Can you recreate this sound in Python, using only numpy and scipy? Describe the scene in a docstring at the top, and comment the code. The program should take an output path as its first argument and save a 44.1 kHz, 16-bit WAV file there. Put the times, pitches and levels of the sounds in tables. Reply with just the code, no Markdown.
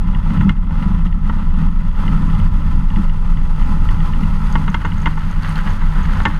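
"""A low engine throb and a rush of air are heard first, from a cased camera on the wing of a small
amphibian plane that glides, idling, down to a river. Turbulent surges force the wing and the case
into resonance; gusts thump the panels, and the mount rattles and knocks now and then.
At touchdown slugs of water strike the case and excite its modes, then spray and single drops
patter over it."""
import sys
import numpy as np
from scipy import signal
from scipy.fft import rfft, irfft, next_fast_len
from scipy.io import wavfile
from scipy.ndimage import uniform_filter1d, minimum_filter1d

SR = 44100
rng = np.random.default_rng(int(sys.argv[2]) if len(sys.argv) > 2 else 0)


def to_wav(sig):
    """Store sig (one row per channel, or 1-D mono) as 16-bit WAV at the path in sys.argv[1].

    Samples outside -1..1 are clipped; the rate is SR.
    """
    pcm = np.clip(np.atleast_2d(sig), -1, 1) * 32767
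    pcm = np.round(pcm).astype(np.int16)
    wavfile.write(sys.argv[1], SR, pcm.T)  # frames by channels


N = 281799
TIME = np.arange(N) / SR

# Levels are relative within each table.
# rotation rate of the crankshaft: (t/s, f/Hz)
CRANK_RATE = [(0, 34.81), (.9, 33.86), (1.5, 32.13), (2.1, 32.2), (3, 31.17), (4, 30.93), (5, 30.62),
              (6.39, 30.38)]
# engine partials: (multiple of the crankshaft rate, level/dB)
ENGINE_ORDERS = [(1, -17.5), (1.5, -33.5), (2, -28), (2.5, -36.5), (3, -31.5), (3.5, -51), (5, -28.5),
                 (5.5, -33.5), (6.5, -39), (8, -44.5), (18, -60.5), (21, -61.5)]
# sway of the wing, growing through the glide and fading on the water: (t/s, level/dB)
SWAY_LEVEL = [(0, -13.5), (.6, -15.5), (1.2, -13.5), (1.45, -9.5), (2.0, -12.5), (3.7, -9), (4.7, -14),
              (5.5, -15), (5.75, -11.5), (6.39, -15.5)]
# the sway falters as the hull settles: (t/s, duration/s, change/dB)
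SETTLING_DIPS = [(4.74, .09, -11), (5.42, 0.1, -9)]
# modes of the wing frame: (f/Hz, bandwidth/Hz, level/dB)
FRAME_MODES = [(44, 20, -13), (66, 6.7, -0.5), (78, 10, -5), (93.2, 14, -2.5)]
# modes of the wing panels: (f/Hz, bandwidth/Hz, level/dB)
PANEL_MODES = [(156.4, 9.6, 1.5), (175.2, 22.8, -1.5), (189.7, 14, -2), (204.2, 8.8, -2),
               (246.1, 11.6, -12.5), (287, 15.7, -18)]
# broadband rumble of the wing: (f/Hz, level/dB)
RUMBLE_SPECTRUM = [(20, -27), (40, 7), (110, -10), (135, 4), (200, -15), (290, -13), (340, -22.5),
                   (700, -68)]
# airflow between surges: (t/s, rush level/dB, hiss level/dB)
STEADY_AIRFLOW = [(0, -38, -56.5), (.6, -41.5, -59.5), (1.8, -39, -55), (2.6, -39, -54), (3.25, -38, -52.5),
                  (4.4, -38, -52), (5.3, -39, -50), (6.39, -35, -50.5)]
# surges of turbulent air: (t/s, duration/s, slipstream rise/dB, buffeting rise/dB)
AIR_SURGES = [(.03, 0.23, 3, 4), (0.238, .27, 7.5, 12), (0.681, 0.31, 7, 6.5), (1.014, 0.048, 5.5, 10),
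              (1.2, .23, 4.5, 3.5), (1.533, 0.13, 5.5, 9), (1.94, 0.52, 6.5, 7.5), (2.49, 0.31, 2, 3),
              (2.879, 0.17, 4, 4.5), (3.55, 1.08, 4, 4.5), (4.85, 0.29, 1.5, 4.5), (5.416, 0.35, 3, 1),
              (5.913, .36, 3.5, 6)]
# modes of the case and its mount: (f/Hz, bandwidth/Hz, struck level/dB, air-driven level/dB)
CASE_MODES = [(420, 317, -11, -11), (563, 76, -23, -6.5), (852.6, 65, -2, -2), (935, 53.6, 5, -2),
              (1002.4, 37.6, -3, 1), (1120.5, 29.6, 4, -2.5), (1175, 85, -20, -5), (1315, 56, 2.5, 0.5),
              (1442, 113, 4, -7), (1783, 32, 0.5, -8), (1886, 130, -3.5, -14), (2105, 41, 2, -14),
              (2540, 24, -11, -18.5), (2820, 105, -5, -21), (2920, 66, -6, -34), (3100, 140, -43, -19),
              (3350, 174, -24, -20)]
# hiss of the slipstream: (f/Hz, level/dB)
HISS_SPECTRUM = [(300, 3), (1500, 10), (2400, 15.5), (3400, 6), (4000, 7), (4800, 9), (5500, 2.5),
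                 (6450, 5), (7400, -1.5), (8700, 2), (9900, -2.5), (11000, 1), (13000, -7.5), (15000, -34)]
# jolts of a loose fitting: (t/s, level/dB)
FITTING_JOLTS = [(.148, -25), (.306, -30), (.372, -28), (.825, -28.5), (1.126, -30), (2.079, -21.5),
                 (2.299, -29), (2.350, -28.5), (2.4, -28.5), (2.903, -29), (2.960, -26), (3.04, -29.5),
                 (3.096, -31), (3.372, -29), (3.624, -27), (3.889, -21), (4.004, -26.5), (4.135, -25.5),
                 (4.233, -26.5), (4.919, -24)]
# modes of that fitting: (f/Hz, bandwidth/Hz, level/dB)
FITTING_MODES = [(1870, 105, -1), (2055, 63, 3), (2868, 110, -0.5), (3430, 180, -11.5)]
# blows from the mount in flight, then from water: (t/s, level/dB, tilt/(dB per octave), decay time/s)
CASE_BLOWS = [(.4100, -17, -1.5, .002), (0.4926, -11.5, 2.5, 0.003), (0.7072, -23.5, -9, 0.0013),
              (1.066, -33.5, 18, .001), (1.2962, -14.5, -5.5, 0.0046), (4.5541, -7.5, -1.5, 0.003),
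              (4.6789, -13, -2.5, 0.0078), (4.7434, -7.5, -0.5, 0.0038), (4.817, -21.5, -1.5, 0.0049),
              (4.848, -9.5, -4, 0.018), (5.058, -7, -2, 0.0022), (5.069, -9, -5.5, 0.0037),
              (5.1743, -17, -7.5, 0.004), (5.559, -23, 1, .003), (5.6742, -18.5, -4, 0.0014),
              (5.8173, -20, -4, 0.005), (6.0538, -21, 1, 0.0014), (6.2020, -14.5, -7, 0.0025),
              (6.2530, 2.5, 0.5, 0.0039), (6.2585, -2.5, -8, 0.008)]
# crack of a blow: (f/Hz, level/dB)
CRACK_SPECTRUM = [(250, -4.5), (400, -4.5), (700, -15), (1300, 8), (2400, -5.5), (3100, 1), (4200, -16),
                  (5200, -22), (7400, -25.5), (8500, -58), (15000, -51)]
# gusts that slap the panels: (t/s, peak level/dB)
GUST_SLAPS = [(.446, -5.5), (.464, -6), (.855, -11), (0.899, -10.5), (1.057, -14.5), (2.064, -14.5),
              (2.98, -10), (4.219, -11), (4.685, -14), (5.655, -16), (6.0, -17)]
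# panel modes excited by a gust: (f/Hz, bandwidth/Hz, level/dB)
THUMP_MODES = [(184.4, 29.4, 3), (209, 29.3, -0.5), (285, 23, -16)]
# patter of spray on the case: (f/Hz, level/dB)
PATTER_SPECTRUM = [(250, -16), (700, -1), (1000, 5.5), (1400, 9.5), (2100, 3), (2400, -7.5), (3000, -2.5),
                   (4500, -19), (6500, -39), (8000, -37), (11000, -37), (15000, -68)]
# crackle of the finest droplets: (f/Hz, level/dB)
CRACKLE_SPECTRUM = [(2000, -14), (4400, 10), (5500, -3), (6500, 3), (7600, -9), (11000, -6), (15000, -13)]
# sheets of spray sweeping the case: (t/s, duration/s, rise/dB)
SPRAY_SHEETS = [(5.41, 0.083, 8.5), (5.535, 0.053, 8), (5.64, 0.06, 5), (6.01, .21, 3.5)]
# single drops on the case: (t/s, level/dB, f/Hz)
DROP_IMPACTS = [(4.5257, -32, 6440), (4.527, -34, 4700), (4.7018, -37, 6360), (4.8537, -37, 6500),
                (4.9817, -40, 6500), (5.0181, -38, 6500), (5.3119, -38, 6496), (5.432, -30.5, 4520),
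                (5.493, -34.5, 8700), (5.557, -28, 4170), (5.7033, -36, 6500), (6.0323, -37, 6486)]


def undb(db):
    """Amplitude ratio of a level in decibels."""
    return 10 ** (np.asarray(db) / 20)


def unit(x):
    """Normalisation to rms 1."""
    return x / np.sqrt(np.mean(x ** 2))


def curves(table):
    """Linear interpolation of each column in time."""
    s, *columns = np.transpose(table)
    return [np.interp(TIME, s, c) for c in columns]


def swells(rows, attack_s, release_s):
    """Sum of trapezoidal envelopes in dB, from rows of (t/s, duration/s, change/dB)."""
    return sum(db * np.clip((TIME - s) / attack_s, 0, 1)
               * np.clip(1 - (TIME - s - length_s) / release_s, 0, 1) for s, length_s, db in rows)


def noise(n=N):
    """Gaussian white noise."""
    return rng.standard_normal(n)


def walk(rate):
    """Random modulation of rms 1: ramps between values drawn rate times a second."""
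    k = max(int(SR / rate), 1)
    return unit(uniform_filter1d(np.repeat(noise(N // k + 1), k), k)[:N])


def grains(rate, spread_db):
    """Shot noise: rate random impacts a second, mostly small and a few large."""
    hit = rng.random(N) < rate / SR
    size = undb(spread_db * np.minimum(rng.exponential(size=N), 4))
    return unit(hit * size * np.sign(noise()))


def ring(x, modes):
    """Modal superposition; neighbouring modes move in antiphase."""
    return sum((-1) ** k * undb(db) * signal.lfilter(*signal.iirpeak(hz, hz / width, SR), x)
               for k, (hz, width, db) in enumerate(modes))


def colour(x, spectrum):
    """Minimum-phase filter through (f/Hz, level/dB) points; folding the cepstrum makes it causal."""
    hz, db = np.transpose(spectrum)
    size = next_fast_len(2 * len(x), True) // 2 * 2
    bins_hz = np.maximum(np.arange(size // 2 + 1) * SR / size, 1)
    magnitude = undb(np.interp(np.log(bins_hz), np.log(hz), db))
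    cepstrum = irfft(np.log(magnitude))
    cepstrum[1:size // 2] *= 2
    cepstrum[size // 2 + 1:] = 0
    return irfft(rfft(x, size) * np.exp(rfft(cepstrum)))[:len(x)]


def lowpass(x, hz, order):
    """Maximally flat low-pass filter."""
    return signal.sosfilt(signal.butter(order, hz, fs=SR, output="sos"), x)


def steady(x, span_s):
    """Running normalisation: the rms over span_s stays near 1."""
    return x / np.sqrt(uniform_filter1d(x ** 2, int(span_s * SR)) + 1e-12)


def add_at(out, s, sound):
    """Superposition of a short sound on out, starting at s seconds."""
    start = int(s * SR)
    out[start:start + len(sound)] += sound[:N - start]


def engine(turns):
    """Periodic excitation: a four-stroke cycle spans two turns, giving whole and half orders."""
    flutter = walk(6)  # shared phase modulation, deeper in the higher orders
    out = np.zeros(N)
    for order, db in ENGINE_ORDERS:
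        amplitude = np.sqrt(2) * undb(db + 2 * walk(3.954))
        phase = 2 * np.pi * (order * turns + rng.random())
        out += amplitude * np.sin(phase + 0.074 * order * flutter + 0.34 * walk(9))
    return out


def wing(turns, buffet_db, sway_hz=22.25):
    """Forced vibration: air buffets the swaying wing's frame and panels; engine strokes pulse the panels."""
    sway_db = curves(SWAY_LEVEL)[0] + swells(SETTLING_DIPS, attack_s=.07, release_s=.07) - 1.5
    flicker_db = 1.88
    frame_db = -27.5 + 0.81 * buffet_db + flicker_db * walk(13)
    panel_db = -28.5 + buffet_db + flicker_db * walk(16)
    sway = np.sin(2 * np.pi * np.cumsum(sway_hz + 1.176 * walk(3.8)) / SR)
    shudder = ring(noise(), [(30.54, 4.3, 0)])
    sway += 0.28 * unit(ring(shudder, [(31.7, 36, 0)]))
    frame = unit(lowpass(ring(noise(), FRAME_MODES), 154, order=4))
    frame += undb(-7.5) * unit(colour(noise(), RUMBLE_SPECTRUM))
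    strokes = 1 + 0.61 * np.cos(2 * np.pi * 2 * turns)
    panels = lowpass(ring(noise() * strokes, PANEL_MODES), 305, order=10)
    return (steady(sway, 0.34) * undb(sway_db) + steady(frame, .1) * undb(frame_db)
            + steady(panels, .08) * undb(panel_db))


def slipstream(turns, surge_db):
    """Broadband excitation: turbulence, throbbing with the engine, rings the case under a hiss."""
    rush_db, hiss_db = curves(STEADY_AIRFLOW)
    eddies = undb(1.2 * walk(45) + .9 * walk(150))
    strokes = 1 + 0.28 * np.cos(2 * np.pi * 2 * turns)
    air = noise() * eddies * strokes + 0.46 * grains(200, spread_db=4.3)
    modes = [(hz, width, db) for hz, width, _, db in CASE_MODES]
    rush = unit(lowpass(ring(air, modes), 4430, order=3))
    ticks = .3 * grains(270, spread_db=4)
    hiss = unit(colour(noise() * eddies + ticks, HISS_SPECTRUM))
    return rush * undb(rush_db + surge_db) + hiss * undb(hiss_db + 0.86 * surge_db)


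def rattles(surge_db):
    """Intermittent contact: a loose fitting buzzes at each jolt and chatters faintly, more in a surge."""
    jolts, t = np.zeros(N), TIME[:SR // 12]
    for s, db in FITTING_JOLTS:
        buzz = noise(len(t)) * np.exp(-t / .003)
        buzz[0] += 14  # first strike against the seat
        add_at(jolts, s, undb(db - 19.5) * unit(ring(buzz, FITTING_MODES)))
    chatter = unit(ring(grains(50, spread_db=2.3), FITTING_MODES))
    return lowpass(jolts + undb(-58 + 0.43 * surge_db) * chatter, 3800, order=4)


def knocks():
    """Impact excitation: a sharp push and a short splatter ring the case and thump the panel beneath."""
    out, t = np.zeros(N), TIME[:SR // 5]
    modes = [(hz, width, db) for hz, width, db, _ in CASE_MODES]
    thump = (np.sin(2 * np.pi * 210 * t) + 0.79 * np.sin(2 * np.pi * 300 * t)) * np.exp(-t / 0.032)
    for s, db, tilt_db, decay_s in CASE_BLOWS:
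        fade = np.exp(-t / decay_s)
        splatter = noise(len(t)) * fade
        push = 0.88 * splatter / np.linalg.norm(splatter)
        push[0] += 1
        body = lowpass(ring(push, modes), 4000, order=4)
        crunch_fade = 0.35 * np.exp(-t / 0.0087)  # a weaker crunch trails the crack
        crack = colour(noise(len(t)) * (fade + crunch_fade), CRACK_SPECTRUM)
        blow = unit(body) + undb(-5.5) * unit(crack)
        blow = colour(blow, [(750, -tilt_db), (1500, 0), (3000, tilt_db)])
        add_at(out, s, undb(db) * (undb(-22) * unit(blow) + undb(-18) * thump))
    return out


def gusts(push_decay_s=0.0068):
    """Transient response: a sudden gust sets the panels' low modes ringing in a hollow thump."""
    out, t = np.zeros(N), TIME[:SR // 6]
    for s, db in GUST_SLAPS:
        push = noise(len(t)) * np.exp(-t / push_decay_s)
        thump = lowpass(ring(push, THUMP_MODES), 312, order=4)
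        add_at(out, s, undb(db) * thump / np.abs(thump).max())
    return out


def spray(touchdown_s=4.39, attack_s=0.32, growth_db_per_s=2.4):
    """Shot noise of droplets: their impacts merge into a patter, and the finest crackle brightly."""
    wet_s = TIME - touchdown_s
    onset = np.clip(wet_s / attack_s, 0, 1)
    spray_db = -41.5 + growth_db_per_s * wet_s + swells(SPRAY_SHEETS, attack_s=0.034, release_s=.04)
    droplets = (grains(1100, spread_db=3.8) + 0.65 * noise()) * undb(2 * walk(50))
    patter = unit(colour(droplets, PATTER_SPECTRUM))
    crackle = unit(colour(grains(170, spread_db=2.9), CRACKLE_SPECTRUM))
    return (patter + undb(-20.5) * crackle) * undb(spray_db) * onset


def drops():
    """Damped oscillation: each drop gives a bright tick and a ring of a few milliseconds."""
    out, t = np.zeros(N), TIME[:SR // 30]
    for s, db, hz in DROP_IMPACTS:
        tick = .5 * lowpass(noise(len(t)) * np.exp(-t / .001), 12000, order=2)
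        ping = np.sin(2 * np.pi * hz * t) * np.exp(-t / .0021)
        add_at(out, s, undb(db) * (tick + ping))
    return out


def scene():
    """Superposition at one microphone; the same surges drive wing, slipstream and chatter."""
    crank_hz, = curves(CRANK_RATE)
    turns = np.cumsum(crank_hz) / SR
    ramps = dict(attack_s=0.062, release_s=0.031)
    surge_db = swells([(s, length_s, db) for s, length_s, db, _ in AIR_SURGES], **ramps)
    buffet_db = swells([(s, length_s, db) for s, length_s, _, db in AIR_SURGES], **ramps)
    plane = undb(-2) * engine(turns) + wing(turns, buffet_db) + slipstream(turns, surge_db)
    return (plane + rattles(surge_db) + knocks() + gusts() + spray() + drops())[None]


def record(dry):
    """Peak and band limiting: the camera ducks the loudest peaks and cuts the top of the treble."""
    ceiling, hold_samples, top_hz = .8, SR // 60, 15100
    gain = minimum_filter1d(ceiling / np.maximum(np.abs(dry), ceiling), hold_samples)
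    limited = dry * uniform_filter1d(gain, hold_samples)
    return signal.sosfilt(signal.ellip(8, .2, 70, top_hz, fs=SR, output="sos"), limited)


dry = scene()
out = record(dry)
to_wav(out)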